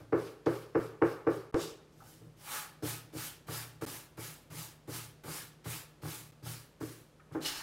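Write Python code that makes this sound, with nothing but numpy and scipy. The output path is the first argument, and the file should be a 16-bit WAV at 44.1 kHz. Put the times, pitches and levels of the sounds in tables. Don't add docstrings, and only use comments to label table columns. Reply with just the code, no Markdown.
import sys
import numpy as np
from scipy import signal
from scipy.fft import rfft, irfft, next_fast_len
from scipy.io import wavfile
from scipy.ndimage import uniform_filter1d

SR = 44100
rng = np.random.default_rng(int(sys.argv[2]) if len(sys.argv) > 2 else 0)


def to_wav(s):
    ch = np.atleast_2d(s).T
    pcm = np.round(np.clip(ch, -1, 1) * 32767)
    wavfile.write(sys.argv[1], SR, pcm.astype(np.int16))


def undo_db(level):
    steps = np.asarray(level, float) / 20
    return 10 ** steps


N = 336432

# (time [s], blow [dB], deep modes [dB], bright modes [dB], echo [dB])
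RUBBER_BLOWS = [
    (0.124, -17, -26.5, -18.5, -2.5),
    (0.462, -18, -23.5, -17.5, -2.5),
    (0.749, -18, -26, -17, -3),
    (1.017, -14.5, -26, -14.5, -4),
    (1.267, -16.5, -26.5, -17.5, -4),
    (1.541, -19.5, -24, -18.5, -1.5),
]
# (time [s], blow [dB], deep modes [dB], bright modes [dB], echo [dB])
HAND_BLOWS = [(2.214, -52.5, -6, -24, 6.5), (2.825, -35, -11, -23, 3), (2.834, -30.5, -21, -30, -17),
              (3.131, -42.5, -26, -29, -8), (3.151, -36, -12, -26, -4), (3.483, -38, -8.5, -14, 4.5),
              (3.818, -30.5, -15.5, -17.5, -1), (4.178, -38.5, -10.5, -14.5, 0),
              (4.512, -49.5, -4.5, -17.5, 9.5), (4.879, -38.5, -13, -23.5, 4.5),
              (5.244, -43.5, -11.5, -18, 8.5), (5.275, -39.5, -10, -12, -0.5),
              (5.656, -37.5, -6.5, -14, -0.5), (6.028, -41, -5, -11.5, -21), (6.048, -36.5, -6, -16, 0.5),
              (6.425, -54, -0.5, -30, 9.5), (6.459, -46.5, -7, -8, -0.5), (6.81, -28.5, -19.5, -21.5, -3),
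              (7.312, -49, -4.5, -16, 4), (7.349, -26.5, -25, -20, 0)]
# (frequency [Hz], level [dB], t60 [s])
BOARD_MODES = [(280.7, -5, 0.059), (337, 1, 0.064), (450, 0.5, 0.096), (547, -5.5, 0.049),
               (658, -14.5, 0.14)]
# (frequency [Hz], level [dB], t60 [s])
PALM_MODES = [(258, -7.5, 0.041), (313, 1.4, 0.077), (450.5, -2.5, 0.059), (587, -6.5, 0.041),
              (780, -3.5, 0.022)]


def landings():
    out = np.zeros(N + SR)
    usual_walls = tail()
    for s, *levels in RUBBER_BLOWS:
        walls = 0.7 * usual_walls + 0.7 * tail()
        knock = landing(*levels, BOARD_MODES, 1.2, 0.00006, walls)
        out[round((s - 0.0022) * SR):][:len(knock)] += knock
    for s, *levels in HAND_BLOWS:
        knock = landing(*levels, PALM_MODES, 1.0, 0.00192, tail())
        out[round((s - 0.003) * SR):][:len(knock)] += knock
    return colour(out, lambda hz: hz ** 2 / (hz ** 2 + 29.0 ** 2))[:N]


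# (frequency [Hz], level [dB], t60 [s])
DEEP_MODES = [(86, -12, 0.18), (117.1, -10, 0.52), (155.3, -0.5, 0.13)]
# (frequency [Hz], level [dB], t60 [s])
BRIGHT_MODES = [(817, 2.5, 0.0098), (1160, 0.5, 0.016), (1337, -7, 0.026), (1484, 1.5, 0.011),
                (1770, -5.5, 0.012), (2237, 3.5, 0.0056), (2830, -6.5, 0.0074)]
# (delay [s], gain of the board's ring [1])
BOARD_ARRIVALS = [(.001, -.8), (.0078, -.82), (.0122, -.32), (.0156, .46), (.0213, 1.), (.0288, -.35),
                  (.0405, -.35)]
# (delay [s], gain [1])
EDGE_ARRIVALS = [(.002, .35), (.0074, -1.8), (.0102, -.32), (.0135, .25), (.0181, -.35), (.0218, -.3),
                 (.0249, -.25), (.0298, .3), (.037, -.2)]


def landing(db, deep_db, bright_db, echo_db, board, push_ms, scatter_s, walls):
    deep_push = pushes([(0.00081, 1)], 5.57, 0)
    deep = undo_db(deep_db + 23.0) * signal.fftconvolve(deep_push, rings(DEEP_MODES, 0.009))
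    top = signal.fftconvolve(pushes(BOARD_ARRIVALS, push_ms, scatter_s), rings(board, 0.001))
    edge = undo_db(bright_db + 12) * rings(BRIGHT_MODES, 0.0006)
    bright = signal.fftconvolve(pushes(EDGE_ARRIVALS, 0.51, 0.0001 + scatter_s), edge)
    board_push = pushes([(0.00026, 0.91)], push_ms, 0)
    thud = undo_db(5.0) * signal.fftconvolve(board_push, rings(board, 0.0015, 0.38))
    thud += undo_db(3.5) * signal.fftconvolve(pushes([(0.00023, 0.98)], 0.36, 0), edge)
    far = signal.fftconvolve(undo_db(-3.0) * deep + thud, walls)[:len(top)]
    return undo_db(db - 4.5) * (deep + top + bright + undo_db(echo_db) * far)


def pushes(arrivals, ms, scatter_s):
    force = np.zeros(SR // 16)
    push = np.hanning(round(ms * SR / 1000) + 2)
    push /= push.sum()
    for (after, gain), chance in zip(arrivals, rng.standard_normal(len(arrivals))):
        moved = after + scatter_s * chance * (after > 0)
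        force[abs(round(moved * SR)):][:len(push)] += gain * push
    return force


def rings(modes, rise_s, share=1):
    t = np.arange(SR // 2) / SR
    tones = np.zeros(len(t))
    for k, (hz, db, t60) in enumerate(modes):
        tones += (-1) ** k * undo_db(db - 60 * t / (share * t60)) * np.sin(2 * np.pi * hz * t)
    return tones * (1 - np.exp(-t / rise_s)) ** 2


# (time after the blow [s], level [dB])
ECHO_DECAY = [(0., -1), (.025, -2.5), (.05, -5), (.108, -11), (.114, -14), (.21, -22.5), (.225, -25.5),
              (.45, -42)]
# (frequency [Hz], level [dB])
ECHO_COLOUR = [(60, -34), (150, -1.2), (400, 2.6), (1200, 1), (3000, 0), (16000, -10)]


def tail():
    t = np.arange(round(ECHO_DECAY[-1][0] * SR)) / SR
    noise = colour(rng.standard_normal(SR // 2), lambda hz: undo_db(read(ECHO_COLOUR, hz)))[:len(t)]
    noise = noise * undo_db(np.interp(t, *np.transpose(ECHO_DECAY)))
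    return noise / np.linalg.norm(noise)


# (frequency [Hz], density [dB per Hz])
HISS = [(2940, 5), (5000, 7), (13400, -2), (15100, -5.5), (16000, -7)]
# (frequency [Hz], width [Hz], level [dB])
SHEET_MODES = [(850, 8.6, 11), (1125, 11, 2.5), (1289, 14, 7.5), (1654, 160, -1), (2298, 11.7, -3)]


def friction(parts):
    hiss, _, rustle, drag = sum(gains for gains, fibres, steep in parts)

    def hiss_gain(hz):
        return undo_db(read(HISS, hz)) * hz ** 4 / (hz ** 4 + 7700.0 ** 4)

    def sheet_gain(hz):
        return humps(SHEET_MODES, 0.49)(hz) * hz ** 3 / (hz ** 3 + 700.0 ** 3)

    out = evened(colour(grit(1.7, 0.6), hiss_gain)) * undo_db(-1.0) * hiss
    catching = grit(1.0, 1.05)
    for gains, fibres, steep in parts:
        out += evened(colour(catching, humps(fibres, steep))) * gains[1]
    out += evened(colour(grit(2.2, 1.0), sheet_gain)) * undo_db(-3.0) * rustle
    desk = rings(DEEP_MODES, 0.011) * undo_db(11.0) + rings(PALM_MODES, 0.0013)
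    desk += undo_db(-4.5) * rings(BRIGHT_MODES, 0.00079)
    shaken = signal.oaconvolve(grit(0.65, 1.8), desk)[:N]
    return out + evened(shaken) * drag


# (start [s], rise [s], top [dB], fade to 20 dB down [s], firmness of first touch [dB])
RUBS = [
    (.121, .125, -60.5, .145, -4),
    (.458, .095, -59, .165, 10),
    (.747, .09, -61.5, .125, -4),
    (1.015, .088, -60.5, .13, 0),
    (1.264, .088, -61, .125, -5),
]
# (start [s], rise [s], top [dB], fade [s], rumble of the desk [dB])
EARLIER_LANDING = [(-0.19, 0.11, -61.5, 0.15, 20.5)]
# (level at the top [dB], share of the swing followed [1], bite at first touch [dB])
RUB_MOTION = dict(catch_db=-22, bend=3.2, knee=1.8, bite_s=0.091, scrape=(1.4, 0.97, 3.1),
              rustle=(-34, .9, -33), drag=(3, 0.99, -25))
# (frequency [Hz], width [Hz], level [dB])
FIBRES = [(2650, 3100, 1.5), (4200, 3300, -1), (5200, 1450, -0.5)]


def rubber():
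    gains = strokes(RUBS, RUB_MOTION, "touch") + strokes(EARLIER_LANDING, RUB_MOTION, "drag")
    return gains, FIBRES, 1.5


# (start [s], rise [s], top [dB], fade [s], firmness of first touch [dB])
SWEEPS = [(2.822, 0.074, -41, .13, -4.5), (3.124, 0.12, -43, .12, -11), (3.466, 0.1, -42.5, .14, -10),
          (3.81, 0.13, -47.5, 0.14, 8), (4.169, 0.083, -47, 0.16, -2.5), (4.5, .12, -47, .13, -3),
          (4.872, 0.098, -45, 0.14, -7.5), (5.234, 0.14, -44.5, 0.13, -3), (5.64, 0.097, -44, 0.13, -4),
          (6.017, 0.12, -47, .16, -1.5), (6.424, 0.078, -47, 0.16, -9), (6.802, .08, -55, 0.19, 10.5)]
# (start [s], rise [s], top [dB], fade [s], sheet rustle [dB])
GLIDE = [(2.365, 0.19, -41, 0.14, 0)]
SWEEP_MOTION = dict(catch_db=-16.5, bend=2.85, knee=1.3, bite_s=0.33, scrape=(-4, 0.94, -62.5),
                rustle=(-6, 1, -8), drag=(-16, 0.36, -12))
GLIDE_MOTION = dict(catch_db=-34, bend=1.66, knee=1.2, bite_s=0.078, scrape=(-5.5, 0.92, -43),
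                rustle=(0.53, 1, -36), drag=(-20, 0.16, -30))


def hand():
    gains = strokes(SWEEPS, SWEEP_MOTION, "touch") + strokes(GLIDE, GLIDE_MOTION, "rustle")
    return gains, FIBRES, 1.0


# (start [s], rise [s], top [dB], fade [s], scrape [dB])
SKIDS = [
    (1.545, .085, -53.5, 0.1, 11),
    (1.92, 0.17, -60, 0.19, -2.5),
]
SKID_MOTION = dict(catch_db=-22.5, bend=1.04, knee=5.7, bite_s=.1, scrape=(0, 0.87, -12),
               rustle=(-9, 0.83, -30), drag=(1.5, .6, -28))
# (frequency [Hz], width [Hz], level [dB])
SKID_FIBRES = [(2950, 410, 2), (3640, 290, 2.5), (5100, 1200, 3.5), (6550, 2400, 0)]


def skid():
    return strokes(SKIDS, SKID_MOTION, "scrape"), SKID_FIBRES, 0.8


# (start [s], rise [s], top [dB], fade [s], rustle [dB])
BUCKLES = [
    (7.32, 0.02, -79.5, 0.052, 23),
    (7.402, 0.034, -53.5, 0.087, -7),
    (7.44, 0.023, -47, 0.11, 0),
    (7.5, 0.089, -56.5, 0.25, 4.5),
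]
BUCKLE_MOTION = dict(catch_db=-23, bend=1.6, knee=1.1, bite_s=.1, scrape=(8.4, 0.97, -23),
                 rustle=(0, 0.31, -25), drag=(-32, .5, -22))
# (frequency [Hz], width [Hz], level [dB])
BUCKLE_FIBRES = [(1720, 340, -10), (2950, 400, 0.5), (4200, 600, 0), (5200, 570, -2), (6850, 1300, -5.5)]


def buckle():
    return strokes(BUCKLES, BUCKLE_MOTION, "rustle"), BUCKLE_FIBRES, 0.62


def strokes(rows, rule, own):
    gains = np.zeros((4, N))
    for start, rise, top_db, fade, own_db in rows:
        first = max(round(start * SR), 0)
        t = np.arange(first, min(first + SR * 3 // 4, N)) / SR - start
        touch_db = own_db * (own == "touch")
        climb_db = np.minimum(rule["catch_db"] + touch_db, 0) * np.maximum(1 - t / rise, 0) ** rule["bend"]
        late = np.maximum(t - rise, 0) / fade
        fall_db = 20 * late ** 2 * (1 + rule["knee"]) / (1 + rule["knee"] * late)
        swing_db = climb_db - fall_db
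        layers = [undo_db(swing_db)]
        for name in ("scrape", "rustle", "drag"):
            db, share, bite_db = rule[name]
            moving = undo_db(db + own_db * (name == own) + share * swing_db)
            bite = undo_db(bite_db + touch_db - 60 * t / rule["bite_s"])
            layers.append(moving + bite)
        settle = np.minimum(t / 0.0048, 1)
        gains[:, first:first + len(t)] += undo_db(top_db) * np.array(layers) * settle
    return uniform_filter1d(gains, size=130, axis=1)


def grit(spread_db, flutter_db):
    wander = uniform_filter1d(rng.standard_normal(N), size=500)
    pressure = evened(uniform_filter1d(wander, size=500))
    return rng.standard_normal(N) * undo_db(spread_db * rng.exponential(1, N) + flutter_db * pressure)


def patchy(x, patchy_db):
    z = signal.stft(x, nperseg=512)[2]
    patches = uniform_filter1d(rng.standard_normal(z.shape), size=5, axis=0)
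    patches = evened(uniform_filter1d(patches, size=8, axis=1))
    return signal.istft(z * undo_db(patchy_db * patches), nperseg=512)[1][:N]


# (time [s], peak [dB], pitch [Hz], t60 [s])
SNAPS = [(2.004, -54, 1294, 0.16), (2.02, -54.5, 780, 0.18), (2.06, -66, 1520, 0.34),
         (7.2, -64, 2320, 0.031), (7.21, -64, 1500, .08), (7.197, -56, 1223, 0.069),
         (7.203, -61, 1816, 0.047), (7.323, -54, 8900, 0.0032), (7.415, -42, 3870, .01),
         (7.449, -34, 4200, 0.028), (7.45, -43, 5200, 0.028), (7.456, -35.5, 2950, 0.074),
         (7.461, -28, 5200, 0.0063), (7.469, -33, 3380, 0.011), (7.483, -33, 5100, 0.022),
         (7.503, -41, 3960, 0.021)]


def snaps():
    out = np.zeros(N + SR)
    t = np.arange(6000) / SR
    for s, db, hz, t60 in SNAPS:
        waver = np.cumsum(uniform_filter1d(rng.standard_normal(len(t)), size=30)) * 0.11
        burst = undo_db(db - 60 * t / t60) * np.sin(2 * np.pi * hz * t + waver)
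        out[round(s * SR):][:len(t)] += burst * np.minimum(t * hz, 1)
    return out[:N]


def reflected(rubbing):
    far = signal.oaconvolve(rubbing, tail())[:N]
    return colour(far, lambda hz: 1 / np.sqrt(1 + (hz / 7000.0) ** 4))


# (frequency [Hz], density [dB per Hz])
AIR = [(30, -60), (62, -8), (125, -7), (221, -10), (540, -12.5), (720, -18.5), (11700, -38.5), (16000, -47)]
# (frequency [Hz], level [dB])
HUM = [(48.4, -71), (150.7, -63.5), (236.9, -77.5)]


def room():
    t = np.arange(N) / SR
    out = undo_db(-64) * evened(colour(rng.standard_normal(N), lambda hz: undo_db(read(AIR, hz))))
    for hz, db in HUM:
        waver = evened(uniform_filter1d(rng.standard_normal(N), size=6000))
        out += undo_db(db + 1.6 * waver) * np.sin(2 * np.pi * hz * t)
    return out


def evened(x):
    return x / np.sqrt(np.mean(x ** 2) + 1e-20)


def read(points, hz):
    f, value = np.transpose(points)
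    return np.interp(np.log(hz + 1), np.log(f + 1), value)


def colour(x, gain):
    size = next_fast_len(len(x))
    return irfft(rfft(x, size) * gain(np.fft.rfftfreq(size, 1 / SR)), size)[:len(x)]


def humps(peaks, steep):
    def gain(hz):
        power = sum(undo_db(2 * db) / (1 + (2 * (hz - f) / w) ** 2) ** steep for f, w, db in peaks)
        return np.sqrt(power)
    return gain


def scene():
    rubbing = friction([rubber(), hand(), skid(), buckle()])
    rubbing = patchy(rubbing, patchy_db=1.5) + snaps() * undo_db(2.0)
    mono = landings() + rubbing + undo_db(-13.0) * reflected(rubbing) + room()
    return np.array([mono, mono])


# (time [s], level [dB])
JUMPS = [
    (1.5442, -21.5),
]


def jumps():
    t = np.arange(N) / SR
    out = np.zeros(N)
    for s, db in JUMPS:
        leak = np.exp(-np.maximum(t - s, 0) / 0.0018)
        out -= undo_db(db) * (t >= s) * leak * np.clip((t - s) / 0.00007, 0, 1)
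    return out


# (start [s], end [s])
GAPS = [(.7950, .7975), (1.5136, 1.5246), (2.0337, 2.0365), (3.8536, 3.8626), (6.3137, 6.3195)]


def lost_blocks(mono):
    t = np.arange(N) / SR
    for start, end in GAPS:
        mono = mono * np.clip(np.maximum(start - t, t - end) / 0.00048, 0, 1)
    return mono


# (time [s], low edge [Hz], high edge [Hz])
FILLS = [(.56, 7500, 9000), (.56, 11700, 14000), (1.13, 4200, 5800), (2.14, 9600, 11800),
         (2.14, 5200, 6500), (2.885, 8200, 12600), (3.56, 4200, 5800), (3.56, 7500, 9000),
         (3.57, 11000, 12600), (3.885, 4200, 6000), (3.885, 9000, 12800), (3.98, 13700, 15300),
         (4.585, 5200, 6500), (5.725, 7500, 9000), (6.87, 4200, 5800)]


def filled_bands(mono):
    hz, frames, z = signal.stft(mono, SR, nperseg=1024)
    mask = np.zeros(z.shape)
    for s, low, high in FILLS:
        mask += (abs(frames - s) < 0.016) * ((hz > low) & (hz < high))[:, None]
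    scattered = abs(z) * mask * np.exp(2j * np.pi * rng.random(z.shape))
    side = signal.istft(scattered, SR, nperseg=1024)[1][:N]
    return np.array([mono + 0.67 * side, mono - 0.68 * side])


def band_limit(x):
    return signal.sosfilt(signal.butter(12, 16550, fs=SR, output="sos"), x)


def record(dry):
    mono = dry[0] + jumps()
    mono = colour(mono, lambda hz: 1 / (1 + (hz / 15850) ** 200))
    mix = filled_bands(lost_blocks(mono))
    return band_limit(mix)


dry = scene()
out = record(dry)
to_wav(out)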